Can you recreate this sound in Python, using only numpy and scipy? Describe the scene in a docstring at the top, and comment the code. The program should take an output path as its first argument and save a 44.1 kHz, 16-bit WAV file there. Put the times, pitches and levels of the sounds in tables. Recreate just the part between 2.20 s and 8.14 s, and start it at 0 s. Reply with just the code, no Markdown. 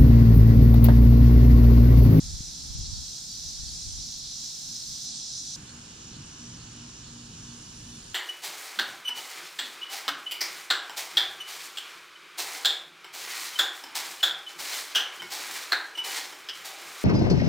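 """Dusk at a pond

First we stand in the reeds, close to a chorus of insects scraping their wings. A cicada surges, a
katydid ticks and buzzes, a cricket chirps and a breeze rumbles on the microphone. Then we are suddenly
on the open bank: the chorus is farther off, crickets trill, a small frog peeps through its ringing
throat and a distant pump motor hums louder. Land and road rumble far away in both spots."""
import sys
import numpy as np
from scipy import signal
from scipy.fft import rfft, irfft
from scipy.io import wavfile
from scipy.ndimage import map_coordinates

SR = 44100
rng = np.random.default_rng(int(sys.argv[2]) if len(sys.argv) > 2 else 0)


def put_to_file(sound):
    """Save the sound as 16-bit audio at rate SR, in the file named by the first command-line argument."""
    columns = np.atleast_2d(sound).T  # one column per channel
    safe = np.clip(columns, -1, 1)
    whole_steps = np.round(safe * 32767)
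    wavfile.write(sys.argv[1], SR, whole_steps.astype(np.int16))


N = 261954
T = np.arange(N) / SR
HZ = np.maximum(np.fft.rfftfreq(N, 1 / SR), 1)
MOVE_S = 3.361   # when we jump from the reeds to the bank

# The basic tone of the insect crowd and far air noise.
# Each row: pitch in Hz, left and right level in dB per Hz, how alike the sides are from 0 to 1.
REED_CHORUS = [(284, -84.5, -83, 0.7), (545, -96.5, -96.5, 0.03), (1560, -91, -93.5, 0),
               (2110, -94.5, -95.5, 0.1), (3020, -94.5, -89.5, 0.6), (3444, -83, -84.5, 0.6),
               (3970, -81, -77.5, 0.74), (4420, -77, -77.5, 0.68), (5750, -74.5, -72.5, 0),
               (6470, -77.5, -76, 0), (7380, -78.5, -75, 0.48), (7820, -91, -81.5, 0.44),
               (9230, -86.5, -87.5, 0.35), (10870, -95.5, -99.4, 0), (12400, -100, -98, 0.1),
               (13700, -99.5, -102.8, 0.2), (15600.0, -111.9, -110.3, 0.38)]
BANK_CHORUS = [(293, -80.5, -80, 0.86), (577, -94, -91.5, 0.26), (900.0, -86.5, -92, 0.14),
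               (1630, -86.5, -90, 0.42), (2010, -91.5, -99, 0.18), (2890, -90.5, -82.5, 0.32),
               (3200, -88.5, -86, 0.47), (4700, -87.0, -83.5, 0.58), (5800, -83, -81.5, 0.23),
               (6430, -93, -83, 0.52), (7020, -79.5, -77, 0.54), (7400, -89, -88, 0.58),
               (8500, -92, -91.5, 0.29), (10330, -104.0, -104.7, 0.15), (11000, -110.3, -111.2, 0.38),
               (13600, -115.8, -116.2, 0.34), (15600.0, -136.5, -136.3, 0.85)]
# Pitches that stand out or dip in the hiss of insects and far air.
# Each row: pitch in Hz, width in Hz, boost in dB.
REED_HISS_PITCHES = [(764, 330, 6), (3323, 120, 6), (3760, 60, 4), (4100, 150, 4.5), (4425, 35, 3),
                     (4952, 50, 4), (5264, 50, 3), (6400, 200, -3), (8440, 430, 5.5)]
BANK_HISS_PITCHES = [(2470, 58, 3.4), (2965, 150, 3.6), (7450, 100, 2.3), (10400, 160, 4.5)]
# The two microphone openings sit apart, so a wave meets them at different points in its cycle.
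# Each row: pitch in Hz, how far the right side is ahead in radians.
REED_RIGHT_LEAD = [(6400, 0), (7300, 2.6), (7900, 3), (9500, 2.1), (11000, .2), (12300, .5), (14000, -.8)]
BANK_RIGHT_LEAD = [(4000, 0), (4500, .4), (5600, 1.8), (6300, 1.8), (7700, 2.8), (8800, 1.9), (10400, 2.7),
                   (11200, 0)]

# Pitches at which the cicada's body, its upper ring and the katydid's wing ring most easily.
# Each row: pitch in Hz, width in Hz, relative level in dB.
CICADA_BODY = [(4050, 300, -8), (5190, 380, -4), (5880, 620, -6), (6606, 180, -7)]
CICADA_RING = [(5850, 300, 0), (6070, 220, -3)]
KATYDID_WING = [(10000, 1400, -3), (12300, 1400, 0), (13500, 2000, -1.5)]
# The cicada's lower rasps and the katydid's single strokes. Each row: middle in seconds, level in dB.
CICADA_RASPS = [(.657, -43.5), (.97, -47), (1.655, -44), (2.30, -43), (2.625, -44.5), (2.94, -44.5),
                (3.25, -48)]
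KATYDID_TICKS = [(.472, -63), (.530, -60.5), (.593, -61), (1.861, -61), (1.918, -60), (1.982, -59)]
# The katydid's buzzes. Each row: start in seconds, end in seconds, level in dB.
KATYDID_SONGS = [(0.63, 1.33, -64.5), (2.04, 2.862, -63.5)]
# Cricket notes in the reeds. Each row: start in seconds, peak level in dB, starting pitch in Hz.
CRICKET_CHIRPS = [(0.732, -42, 4600), (1.085, -42.5, 4650), (1.12, -45, 4680), (1.46, -42, 4660),
                  (1.832, -45, 4650)]
# Crickets on the bank. Each row: pitch in Hz, width in Hz, pulses per second, pulse depth from 0 to 1,
# level in dB as we arrive and at the end, left minus right in dB, Hz below pitch as we arrive.
CRICKET_TRILLS = [(8500, 110, 54.85, .8, -67, -61, -2, 230), (7000, 380, 6.6, .5, -62, -62, -3, 0)]
# Bouts of buzzing on the bank. Each row: start in seconds, end in seconds, final level in dB.
BUZZ_BOUTS = [(3.78, 3.91, -56), (3.99, 4.35, -52.5), (4.5, 4.81, -55.5), (5.09, 5.28, -55.5),
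              (5.36, 5.6, -57), (5.64, 5.76, -56)]
# The frog's peeps. Each row: time in seconds, then peak dB of the low, middle and high throat pitch.
FROG_PEEPS = [(3.4625, -58, -60, -52.5), (3.92, -63, -58, -57), (4.385, -66, -63, -60),
              (4.84, -64, -57.5, -58), (5.278, -58.5, -66, -58.5), (5.722, -56.5, -66, -60)]
# Where the frog's throat rings. Each row: pitch in Hz, width in Hz.
FROG_THROAT = [(3510, 60), (4090, 200), (4385, 130)]

# Gusts on the microphone. Each row: time of full strength in seconds, level in dB, hold in seconds.
BREEZE_GUSTS = [(0.07, -37, 0.06), (0.568, -36, 0.15), (1.26, -46, .02), (1.367, -43, 0.15),
                (1.69, -41.5, 0.055), (1.975, -50, 0.077), (2.66, -55, .06)]
# The tone of a gust. Each row: pitch in Hz, relative level in dB.
GUST_TONE = [(15, -24), (30, -4), (60, -2.5), (100, -9), (160, -16), (300, -42.5)]
# The motor's tones, each a sum of multiples of the shaft speed and the mains frequency.
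# Each row: shaft multiple, mains multiple, base level in dB in the reeds, the same on the bank.
MOTOR_TONES = [(1, 0, -67, -69), (2, 0, -85, -64), (0, 2, -68, -58.5), (4, 0, -66, -57.5),
               (2, 2, -69, -59.5), (0, 4, -71, -64), (3, 2, -79, -68), (1, 4, -85, -66)]
# The tone of far land and road. Each row: pitch in Hz, base level in dB per Hz.
REED_RUMBLE_TONE = [(15, -93), (30, -76), (70, -83), (155, -72.5), (210, -79), (300, -87.5), (420, -110)]
BANK_RUMBLE_TONE = [(15, -91), (30, -76.5), (75, -74), (160, -72.5), (215, -75.5), (300, -84), (420, -100)]


def chorus(tone, lead, pitches, swell, shrill_hz, waver_db):
    """Countless scraping wings and far air blend into a hiss; each half-octave band wavers by itself."""
    spectrum = stereo_noise(*by_pitch(tone), *by_pitch(lead))
    spectrum *= (HZ / tone[0][0]).clip(0, 1) ** 4   # fade out the bass
    for hz, width_hz, boost_db in pitches:
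        spectrum *= from_db(boost_db * abs(resonance(hz, width_hz)) ** 2)
    air_db, singers_db, shrill_db = swell
    singing_hz = 2400   # below this there is only far air noise
    out = 0
    for octave in np.arange(np.log2(250), np.log2(20000), 1 / 2):
        band = (1 - 2 * abs(np.log2(HZ) - octave)).clip(0, 1)
        hz = 2 ** octave
        swell_db = shrill_db if hz > shrill_hz else singers_db if hz > singing_hz else air_db
        waver = drift(2) + .6 * drift(6)
        out = out + irfft(spectrum * band, N) * from_db(swell_db + waver_db * waver)
    return out


def reed_swell(break_times_s=(.55, 2.88), come_back_s=.35):
    """In the reeds the air settles, the main singers grow, and the shrill ones drop and come back."""
    air_db = -2 * (1 - np.exp(-T / .63))
    singers_db = -.71 + .52 * T
    shrill_db = sum(-6 * (T > s) * np.exp(-(T - s).clip(0) / come_back_s) for s in break_times_s)
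    return air_db, singers_db, shrill_db


def bank_swell(fade_s=.25, return_s=5.3):
    """On the bank the air eases, the main singers hold, and the shrill ones fade and then return."""
    air_db = 1.2 - .9 * (T - MOVE_S)
    singers_db, lull_db = -.94, -1.3
    fading_db = 7 * np.exp(-(T - MOVE_S).clip(0) / fade_s)
    return_db = 8.5 / (1 + np.exp((return_s - T) / .16))
    return air_db, singers_db, lull_db + fading_db + return_db


def cicada(gap_s=.3425, quicken_s=.005, squeak_s=.072, squeak_hz=5320, rise_hz_per_s=3500):
    """Its body buzzes in ever faster, louder surges; each ends in a rising squeak, most in a rasp too."""
    k = np.arange(11)
    surge_ends_s = .3 + gap_s * k - quicken_s * k * (k - 1) / 2
    peaks_db = -43.5 + .5 * k
    outline = [(0, peaks_db[0] - 7)]
    squeaks = 0
    for s, db in zip(surge_ends_s, peaks_db):
        outline += [(s - .07, db - 3), (s - .02, db), (s + .03, db - 7)]   # climb, peak, drop
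        cycles = (squeak_hz + rise_hz_per_s * (T - s) / 2) * (T - s)
        squeaks += from_db(db - 3.5) * hump(s - .75 * squeak_s, squeak_s) * np.sin(2 * np.pi * cycles)
    surges = from_db(columns(outline, T)[0]) * buzz(CICADA_BODY)
    # The upper ring holds through each surge and breaks off briefly after it.
    ring = sum(from_db(db + 2 * drift(4)) * buzz([(hz, width, 0)]) for hz, width, db in CICADA_RING)
    breaks = sum(hump(s, .075) for s in surge_ends_s)
    ring *= from_db(-56.5 + 2.2 * T) * (1 - .9 * breaks)
    rasps = bursts(CICADA_RASPS, length_s=.05) * buzz([(4350, 750, 0)])
    squeaks *= .6 + .3 * drift(44.95)   # a fast flutter
    return panned(surges + ring + rasps + squeaks, -1.5)


def katydid(strokes_per_s=46.37):
    """A few single wing strokes tick, then a run of fast ones makes a buzz."""
    loudness = bursts(KATYDID_TICKS, length_s=.03)
    for start_s, end_s, db in KATYDID_SONGS:
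        strokes = 1 + .48 * np.cos(2 * np.pi * strokes_per_s * (T - start_s - .0105))
        loudness += from_db(db) * strokes * gate(start_s, end_s, rise_s=.22, fall_s=.002)
    return panned(loudness * buzz(KATYDID_WING), 4.3)


def cricket(chirp_s=.048, fall_hz_per_s=1800):
    """A cricket chirps short, pure notes that slide down."""
    out = 0
    for s, db, hz in CRICKET_CHIRPS:
        cycles = (hz - fall_hz_per_s * (T - s) / 2) * (T - s)
        out += from_db(db) * hump(s, chirp_s) ** .5 * np.sin(2 * np.pi * cycles)
    return panned(out, 3)


def bank_singers(in_tune_s=5.0, left_lag_samples=2):
    """To the right, one insect buzzes and two crickets trill, each at its own rate of wing strokes."""
    out = panned(buzzing_bouts(), -.55)
    for hz, width_hz, per_s, depth, arrival_db, end_db, pan_db, flat_hz in CRICKET_TRILLS:
        pulses = 1 + depth * np.cos(2 * np.pi * per_s * (T - 3.4025))
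        level = from_db(np.interp(T, [MOVE_S, N / SR], [arrival_db, end_db]) + 2.5 * drift(3))
        # A singer that starts too low creeps up to its pitch.
        cycles_behind = np.cumsum(np.interp(T, [MOVE_S, in_tune_s], [flat_hz, 0])) / SR
        wing = signal.hilbert(buzz([(hz, width_hz, 0)]))
        trill = np.real(wing * np.exp(-2j * np.pi * cycles_behind))
        out += panned(level * pulses * trill, pan_db)
    return np.array([np.roll(out[0], left_lag_samples), out[1]])   # the left side hears it later


def buzzing_bouts(swell_db_per_s=14):
    """A broad insect buzz swells in each bout, then drops back to a quiet level."""
    loudness = from_db(-67.5)
    for start_s, end_s, db in BUZZ_BOUTS:
        swell = from_db(db + swell_db_per_s * (T - end_s).clip(-1, 0))
        loudness = loudness + swell * gate(start_s, end_s, rise_s=.05, fall_s=.05)
    return loudness * buzz([(5610, 320, -2.5), (5880, 590, -.83)])


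def frog(peep_s=.081):
    """Short raspy peeps ring in the throat, each with its own mix of three pitches."""
    rings = np.array([buzz([(hz, width_hz, 0)]) for hz, width_hz in FROG_THROAT])
    peeps = sum(hump(s - .01, peep_s) ** .5 * (from_db(mix_db) @ rings) for s, *mix_db in FROG_PEEPS)
    return panned(peeps, -8)


def breeze(rise_db_per_s=91, fall_db_per_s=81):
    """Gusts build, hold and die away, pushing unevenly on each microphone opening."""
    tone = from_db(by_pitch(GUST_TONE)[0] - 37 * (HZ > 400))
    pressure = rms_one(irfft(click_spectra(per_s=500) * tone, N))
    gusts_db = [db - rise_db_per_s * (s - T).clip(0) - fall_db_per_s * (T - s - hold_s).clip(0)
                for s, db, hold_s in BREEZE_GUSTS]
    level_db = np.max(gusts_db, axis=0) + 2.2 * drift(9)   # the strongest gust wins
    return pressure * from_db(level_db + [[1.5], [-.4]])   # a little louder on the left


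def knock(at_s=.2058, db=-30, hz=175, width_s=.004):
    """One bump against the microphone's housing: a pull that snaps back."""
    since = T - at_s
    return -from_db(db) * np.cos(2 * np.pi * hz * since.clip(0)) * np.exp(-(since / width_s) ** 2)


def motor(on_bank, beat_peak_s, shaft_hz=58.6, mains_hz=60):
    """The pump's shaft slips behind the mains, so nearby tones throb about three times a second."""
    out = 0
    for shaft_multiple, mains_multiple, reeds_db, bank_db in MOTOR_TONES:
        hz = shaft_multiple * shaft_hz + mains_multiple * mains_hz
        # Moving air makes each tone waver on its way to us.
        level = from_db((bank_db if on_bank else reeds_db) + 1.3 * drift(7))
        phase = 2 * np.pi * hz * (T - beat_peak_s) + .2 * drift(7)
        out += np.sqrt(2) * level * np.cos(phase)
    return out


def rumble(tone, alike):
    """Low noise from far land and road swells and sinks, nearly the same on both sides."""
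    top_hz = 1.3 * tone[-1][0]
    level_db = by_pitch(tone)[0] - 40 * (HZ > top_hz)
    spectrum = stereo_noise(level_db - .5, level_db + .5, alike, lead=0)
    return irfft(spectrum, N) * from_db(1.9 * drift(4))


def buzz(rings):
    """Dense clicks through a ringing body. Each ring: pitch in Hz, width in Hz, relative level in dB."""
    body = sum(from_db(db) * resonance(hz, width_hz) ** 2 for hz, width_hz, db in rings)
    return rms_one(irfft(click_spectra(per_s=40000)[0] * body, N))


def stereo_noise(left_db, right_db, alike, lead):
    """Left and right noise spectra that are partly shared; the shared part is ahead on the right."""
    shared, separate = click_spectra(per_s=40000)
    alike = np.clip(alike, 0, .99)
    right = alike * np.exp(1j * lead) * shared + np.sqrt(1 - alike ** 2) * separate
    return np.array([from_db(left_db) * shared, from_db(right_db) * right])


def click_spectra(per_s):
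    """Two separate streams of random clicks, like wing teeth catching, as spectra at 0 dB per Hz."""
    clicks = (rng.random((2, N)) < per_s / SR) * rng.standard_normal((2, N))
    return rfft(rms_one(clicks)) * np.sqrt(SR / 2)


def resonance(hz, width_hz):
    """How a ringing part answers each pitch: 1 at its own, less further away."""
    return 1 / (1 + 2j * (HZ - hz) / width_hz)


def bursts(rows, length_s):
    """A loudness curve with one short hump for each row."""
    return sum(from_db(db) * hump(middle_s - length_s / 2, length_s) for middle_s, db in rows)


def hump(start_s, length_s):
    """A smooth rise and fall."""
    return np.sin(np.pi * ((T - start_s) / length_s).clip(0, 1)) ** 2


def gate(start_s, end_s, rise_s, fall_s):
    """Fade in, hold, fade out."""
    return ((T - start_s) / rise_s).clip(0, 1) * (1 - (T - end_s) / fall_s).clip(0, 1)


def drift(rate_hz):
    """A smooth random wobble, about 1 in size."""
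    return map_coordinates(rng.standard_normal(800), [T * rate_hz * 2 + 2], order=3)


def panned(x, pan_db):
    """Make a sound stereo, with the left side pan_db above the right."""
    return x * from_db(np.multiply.outer([.5, -.5], pan_db)).reshape(2, -1)


def by_pitch(rows):
    """Spread a table over all pitches, octave by octave; its end values hold beyond it."""
    rows = np.array(rows, float)
    return columns(np.c_[np.log(rows[:, 0]), rows[:, 1:]], np.log(HZ))


def columns(rows, along):
    """Join the rows with straight lines and read each later column at points along the first."""
    first, *rest = np.transpose(rows)
    return [np.interp(along, first, column) for column in rest]


def from_db(db):
    """Turn decibels into a number to multiply by."""
    return 10 ** (np.asarray(db) / 20)


def rms_one(x):
    """Scale a sound to an average strength (rms) of 1."""
    return x / np.sqrt(np.mean(x ** 2))


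def scene():
    """The reeds until the move, then the bank."""
    reeds = chorus(REED_CHORUS, REED_RIGHT_LEAD, REED_HISS_PITCHES, reed_swell(),
                   shrill_hz=10500, waver_db=.76)
    reeds += cicada() + katydid() + cricket() + breeze() + knock()
    far_sounds = motor(on_bank=False, beat_peak_s=1.476) + rumble(REED_RUMBLE_TONE, alike=.96)
    reeds += far_sounds * from_db(reed_swell()[0])   # they sink as the air settles

    bank = chorus(BANK_CHORUS, BANK_RIGHT_LEAD, BANK_HISS_PITCHES, bank_swell(),
                  shrill_hz=8800, waver_db=.6)
    bank += bank_singers() + frog()
    idling = 1 - gate(4.1, N / SR, rise_s=.1, fall_s=1)   # the motor is softer until it takes load
    bank += motor(on_bank=True, beat_peak_s=4.263) * from_db(-4 * idling)
    bank += rumble(BANK_RUMBLE_TONE, alike=.97)
    return np.where(T < MOVE_S, reeds, bank)


def record(dry, cutoff_hz=15730):
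    """The very highest treble is cut off steeply."""
    return signal.sosfilt(signal.ellip(14, .5, 70, cutoff_hz, fs=SR, output="sos"), dry)


dry = scene()
out = record(dry)
put_to_file(out)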